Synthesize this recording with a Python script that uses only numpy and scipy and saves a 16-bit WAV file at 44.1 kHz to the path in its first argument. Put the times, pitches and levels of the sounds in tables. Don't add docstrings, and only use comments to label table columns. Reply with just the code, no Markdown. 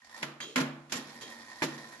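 import sys
import numpy as np
from scipy import signal
from scipy.io import wavfile
from scipy.ndimage import uniform_filter1d

SR = 44100
rng = np.random.default_rng(int(sys.argv[2]) if len(sys.argv) > 2 else 0)


def wav_out(sig):
    wavfile.write(sys.argv[1], SR, np.round(np.clip(np.atleast_2d(sig).T, -1, 1) * 32767).astype(np.int16))


N = 88200
T = np.arange(N) / SR
ATTACK_S = 0.0011

# frequency in Hz, T60 in seconds.
REVERBERATION = [(100, 0.91), (260, 0.56), (700, 0.77), (1840, 0.56), (4850, 0.38), (11000, 0.31)]
# frequency in Hz, correlation of the sides, left over right in dB.
STEREO_FIELD = [(60, 0.24, -2), (148, .99, 0), (294, 0.92, -1), (607, 0.6, 0), (1210, 0.32, -2.5),
                (1960, 0.073, -4.5), (3370, 0.041, 0), (6500, -0.15, -10), (8950, -0.65, -6),
                (12000, 0.34, -2)]
# time in seconds, teeth per second,
# then relative levels in dB of the ticks, the wheels' ring and the arbors' rumble.
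TRAIN_RUNS = [
    [(0.02, 34, -60.5, -63, -68), (0.09, 46, -52, -55, -79), (0.15, 70, -48.5, -46.5, -66),
     (0.225, 82, -48.5, -64, -49.5)],
    [(0.93, 40, -59, -43.5, -50), (1.08, 80, -50.5, -58, -50), (1.19, 88, -55, -52, -53.5),
     (1.3, 90, -50, -53, -50.5), (1.43, 95, -55, -54.5, -57), (1.57, 110, -52.5, -52.5, -57),
     (1.8, 100, -51, -51.5, -55.5), (1.92, 110, -51.5, -56, -53), (2.0, 100, -56, -55, -58)],
]


def from_db(db):
    return 10 ** (np.asarray(db) / 20)


def rms_one(x):
    return x / np.sqrt(np.mean(x ** 2) + 1e-20)


def at_hz(points, hz):
    frequencies, *columns = np.transpose(points)
    return np.squeeze([np.interp(np.log(hz), np.log(frequencies), c) for c in columns])


def decay(t, t60):
    return np.exp(-np.log(1000) * np.maximum(t, 0) / max(t60, 1e-3))


def rise(t, seconds):
    return 1 - np.exp(-np.maximum(t, 0) / max(seconds, 1e-4))


def strokes(rows):
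    return sum(from_db(db) * np.sqrt(np.abs(np.sin(np.pi * np.clip((T - start) / length, 0, 1))))
               for start, length, db in rows)


def pan(db):
    return from_db(np.array([[db], [-db]]) / 2)


def noise_bands(spectrum):
    edges = np.geomspace(30, 13000, 23)
    white = rng.standard_normal((2, 2, N))
    bands = []
    for k, (low, high) in enumerate(zip(edges, edges[1:])):
        bandpass = signal.butter(3, [low, high], "band", fs=SR, output="sos")
        mid, side = signal.sosfilt(bandpass, white[k % 2])
        hz = np.sqrt(low * high)
        correlation, balance_db = at_hz(STEREO_FIELD, hz)
        band = np.sqrt(1 + correlation) * mid + np.sqrt(1 - correlation) * np.array([side, -side])
        bands.append((hz, from_db(at_hz(spectrum, hz)) * pan(balance_db) * band))
    total_rms = np.sqrt(sum(np.mean(band ** 2) for _, band in bands))
    return [(hz, band / total_rms) for hz, band in bands]


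def coloured_noise(spectrum):
    return sum(band for _, band in noise_bands(spectrum))


def ringing(modes, swell_s):
    response = 0
    for hz, db, t60 in modes:
        correlation, balance_db = at_hz(STEREO_FIELD, hz)
        offset = np.arccos(correlation) / 2
        tone = np.sin(2 * np.pi * hz * T + np.array([[offset], [-offset]]))
        response = response + from_db(db) * pan(balance_db) * decay(T, t60) * tone
    return response * rise(T, swell_s)


def struck(times, db, response):
    impulses = np.zeros(N)
    impulses[np.clip((np.asarray(times) * SR).astype(int), 0, N - 1)] = from_db(db)
    return signal.fftconvolve(impulses[None], response, axes=1)[:, :N]


def room():
    # frequency in Hz, relative spectral density in dB.
    hush_spectrum = [(30, -1), (70, 3), (140, -2), (300, -23), (1000, -1), (3000, -3), (11000, -16)]
    return from_db(-66.5) * coloured_noise(hush_spectrum)


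def finger():
    # start in seconds, length in seconds, level in dB.
    dial_rubs = [(0.404, 0.16, -50), (0.97, 0.064, -52), (1.215, 0.1, -53)]
    # frequency in Hz, relative spectral density in dB.
    rub_spectrum = [(60, -37), (150, -33), (230, -7), (350, 5.5), (520, -1), (900, -36), (3000, -6.5),
                    (11000, -28)]
    return strokes(dial_rubs) * coloured_noise(rub_spectrum)


def arbors():
    # frequency in Hz, relative spectral density in dB.
    rumble_spectrum = [(60, -34), (110, -20), (145, 3), (190, -19), (330, 3.5), (440, -10), (560, 0.5),
                       (900, -48), (3000, -46)]
    hum_hz, bandwidth_hz, hum_db, rumble_db = 232, 4, -3.5, -7.5
    level = 0
    for run in TRAIN_RUNS:
        times, *_, run_db = np.transpose(run)
        gate = (T > times[0]) * decay(T - times[-1], at_hz(REVERBERATION, hum_hz))
        level = level + from_db(np.interp(T, times, run_db)) * gate
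    resonance = signal.iirpeak(hum_hz, hum_hz / bandwidth_hz, fs=SR)
    hum = rms_one(signal.lfilter(*resonance, rng.standard_normal(N)))
    return level * (from_db(hum_db) * hum + from_db(rumble_db) * coloured_noise(rumble_spectrum))


def wheel_train():
    # frequency in Hz, relative spectral density in dB.
    tooth_spectrum = [(100, -28), (230, -2), (400, -11.5), (650, 0.5), (1000, 3.5), (1400, -6.5),
                      (1900, 2.5), (2800, -12), (4500, 2), (5700, -11.5), (7000, -8.5), (9000, -15),
                      (11500, -14)]
    # frequency in Hz, relative level in dB, T60 in seconds.
    wheel_modes = [(1020.5, -1, 0.083), (1816, 0.5, 0.12), (1875, 4, 0.13), (1950, -10, 0.052)]
    tick_spread_db, ring_spread_db, colour_spread_db = 2, 3.5, 2
    jitter = 0.2
    tick_t60_s, tail_db = 0.034, 6
    teeth = []
    for run in TRAIN_RUNS:
        times, rate, tick_db, ring_db, _ = np.transpose(run)
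        teeth_passed = np.cumsum(np.interp(T, times, rate, left=0, right=0)) / SR
        due = T[np.flatnonzero(np.diff(np.ceil(teeth_passed)) > 0)]
        late, tick_draw, ring_draw, *colours = rng.standard_normal((200, 25))[:len(due)].T
        teeth.append([due + jitter * late / rate.max(),
                      np.interp(due, times, tick_db) + tick_spread_db * tick_draw,
                      np.interp(due, times, ring_db) + ring_spread_db * ring_draw, *colours])
    impacts, tick_db, ring_db, *colours = np.hstack(teeth)
    whirr = struck(impacts, ring_db, rms_one(ringing(wheel_modes, ATTACK_S)))
    for (hz, band), colour in zip(noise_bands(tooth_spectrum), colours):
        tail = from_db(tail_db) * decay(T, at_hz(REVERBERATION, hz) / 2)
        tick = rms_one(decay(T, tick_t60_s) + tail)
        power = struck(impacts, 2 * (tick_db + colour_spread_db * colour), tick[None] ** 2)
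        whirr = whirr + band * np.sqrt(np.abs(power))
    return whirr / np.sqrt(rate.max() * N / SR)


def steel_edge():
    # start in seconds, length in seconds, level in dB.
    edge_slides = [(0.923, 0.0202, -49), (0.954, .026, -43.5)]
    # frequency in Hz, relative level in dB.
    squeal_partials = [(7271, 0), (8150, -13), (11130, -12)]
    wobble_hz = 30
    squeal = 0
    for hz, db in squeal_partials:
        wobble = wobble_hz * rms_one(uniform_filter1d(rng.standard_normal(N), size=100))
        tone = np.sin(2 * np.pi * np.cumsum(hz + wobble) / SR)
        squeal = squeal + from_db(db) * pan(at_hz(STEREO_FIELD, hz)[1]) * tone
    return strokes(edge_slides) * squeal


def levers():
    # start in seconds; level, bass shelf and treble shelf in dB; hold of the
    # clatter in seconds; snap over clatter in dB; drive of case, lever, steel and frame in dB.
    lever_contacts = [(0.222, -42, -8, 0, .008, -19, -42.5, -80, -83, -61),
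                      (0.2281, -31.5, -0.5, -0.5, 0.0022, 6.5, -56, -55.5, -58, -45.5),
                      (0.4026, -39.5, -30, 0, 0.0063, 4.5, -52, -66, -38.5, -56),
                      (0.420, -46, -0.5, 1, 0.022, -10, -66, -75, -65, -58.5),
                      (0.5585, -23, -7.5, -1.5, 0.003, 4.5, -38, -29, -48, -39.5),
                      (0.575, -30.5, 4, 1, 0.0096, -8, -38.5, -28, -65, -57),
                      (0.600, -34, 9, 2.5, 0.015, -2, -32, -36.5, -71, -49),
                      (0.896, -52.5, -14, 3.5, 0.033, -1, -73, -55, -75, -77),
                      (0.9206, -30, -6.5, 7, 0.0028, -14, -44, -41, -58.5, -55.5),
                      (0.932, -41.5, -4, 6.5, 0.017, -11, -51, -78, -55, -64),
                      (0.955, -46, 10, 10, 0.028, -5, -57.5, -82, -52, -68),
                      (1.21, -50.5, -12, 8.5, 0.024, -7, -69, -74, -45, -70),
                      (1.517, -56, -8, 2, .003, -3, -72, -75, -66, -77),
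                      (1.620, -30, 1.5, -3, 0.015, 5.5, -40.5, -50, -65, -31.5),
                      (1.627, -41, -10, 11.5, .006, 4.5, -57, -49, -65, -41.5),
                      (1.635, -35.5, 12, 6, 0.0074, -5, -42, -51, -53, -45)]
    # frequency in Hz, relative spectral density in dB.
    contact_spectrum = [(40, -20), (85, -32), (115, -20), (150, 4), (200, 3.5), (340, 5.5), (450, -6.5),
                        (600, 4.5), (740, -2.5), (1000, 1), (2000, 2), (3200, -3), (6500, -9), (8800, -22),
                        (11500, -15.5)]
    # frequency in Hz, snap gain in dB, tail gain in dB.
    contact_tints = [(200, -26, -3), (500, -9, 1.5), (1010, -8, 1), (2180, 3.5, -1), (3500, -5, 1.5),
                     (6360, -5, -2.5), (8800, 1, -6), (11500, 0, 2)]
    # frequency in Hz, relative level in dB, T60 in seconds.
    case_modes = [(145.4, -5.5, 0.74), (165.7, -19, 0.27), (233.1, -5, 0.54), (332.7, -11, 0.93),
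                  (633, -12.5, 0.54)]
    lever_modes = [(261.8, 5, 0.44), (472.5, -7, 0.25), (1050.7, -9.5, 0.56), (1403.7, -5, 0.18),
                   (1696, -14, 0.47)]
    steel_modes = [(3188, 0, 0.37), (3260, 0, 0.33), (3400, -4, 0.16), (3670, -5, 0.28), (3989, -6.5, 0.39),
                   (4510, -2.5, 0.17), (4780, -4, 0.14), (6380, -2, 0.14), (6620, -4.5, 0.15),
                   (6680, -11, 0.45), (6630, -9, 0.18)]
    frame_modes = [(319.3, -4, 0.39), (361.3, -1.5, 0.4), (624, 1, 0.088), (895, 0, 0.13), (955, 0, 0.083),
                   (1328, -19, 0.22), (1711, 2, 0.096), (1962, 1, 0.13), (2087, -10, 0.14),
                   (2379, -11, 0.21)]
    catch_modes = [(1797, -6.5, 0.039), (2076, -4, 0.036), (2302, -7, 0.034), (3380, -14, 0.086)]
    snap_t60_s, clatter_t60_s, tail_db = 0.0055, 0.075, -8.5
    bass_hz, mid_hz, upper_hz, treble_hz = 344, 1080, 2050, 5560
    starts, db, bass_db, treble_db, hold_s, snap_db, *drives = np.transpose(lever_contacts)
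    case_db, lever_db, steel_db, frame_db = drives
    age = T - starts[:, None]
    onset = rise(age, ATTACK_S) ** 2
    clatter = onset * decay(age - hold_s[:, None], clatter_t60_s) ** 2
    snap = onset * (from_db(snap_db)[:, None] * decay(age - 2 * ATTACK_S, snap_t60_s)) ** 2
    contact_noise = 0
    for hz, band in noise_bands(contact_spectrum):
        bass = at_hz([(bass_hz, 1), (mid_hz, 0)], hz)
        treble = at_hz([(upper_hz, 0), (treble_hz, 1)], hz)
        power = from_db(db + bass * bass_db + treble * treble_db) ** 2
        tail = onset * (from_db(tail_db) * decay(age, at_hz(REVERBERATION, hz))) ** 2
        snap_share, tail_share = from_db(at_hz(contact_tints, hz)) ** 2
        envelopes = snap_share * snap + clatter + tail_share * tail
        contact_noise = contact_noise + band * np.sqrt(power @ envelopes)
    return (contact_noise
            + struck(starts, case_db, ringing(case_modes, swell_s=0.0054))
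            + struck(starts, lever_db, ringing(lever_modes, swell_s=0.0062))
            + struck(starts, steel_db, ringing(steel_modes, swell_s=0.016))
            + struck(starts, frame_db, ringing(frame_modes, swell_s=0.001))
            + struck(starts, db + snap_db, ringing(catch_modes, swell_s=ATTACK_S)))


def scene():
    return levers() + wheel_train() + arbors() + steel_edge() + finger() + room()


def record(dry):
    cutoff_hz = 11850
    return signal.sosfilt(signal.ellip(12, .2, 80, cutoff_hz, fs=SR, output="sos"), dry)


dry = scene()
out = record(dry)
wav_out(out)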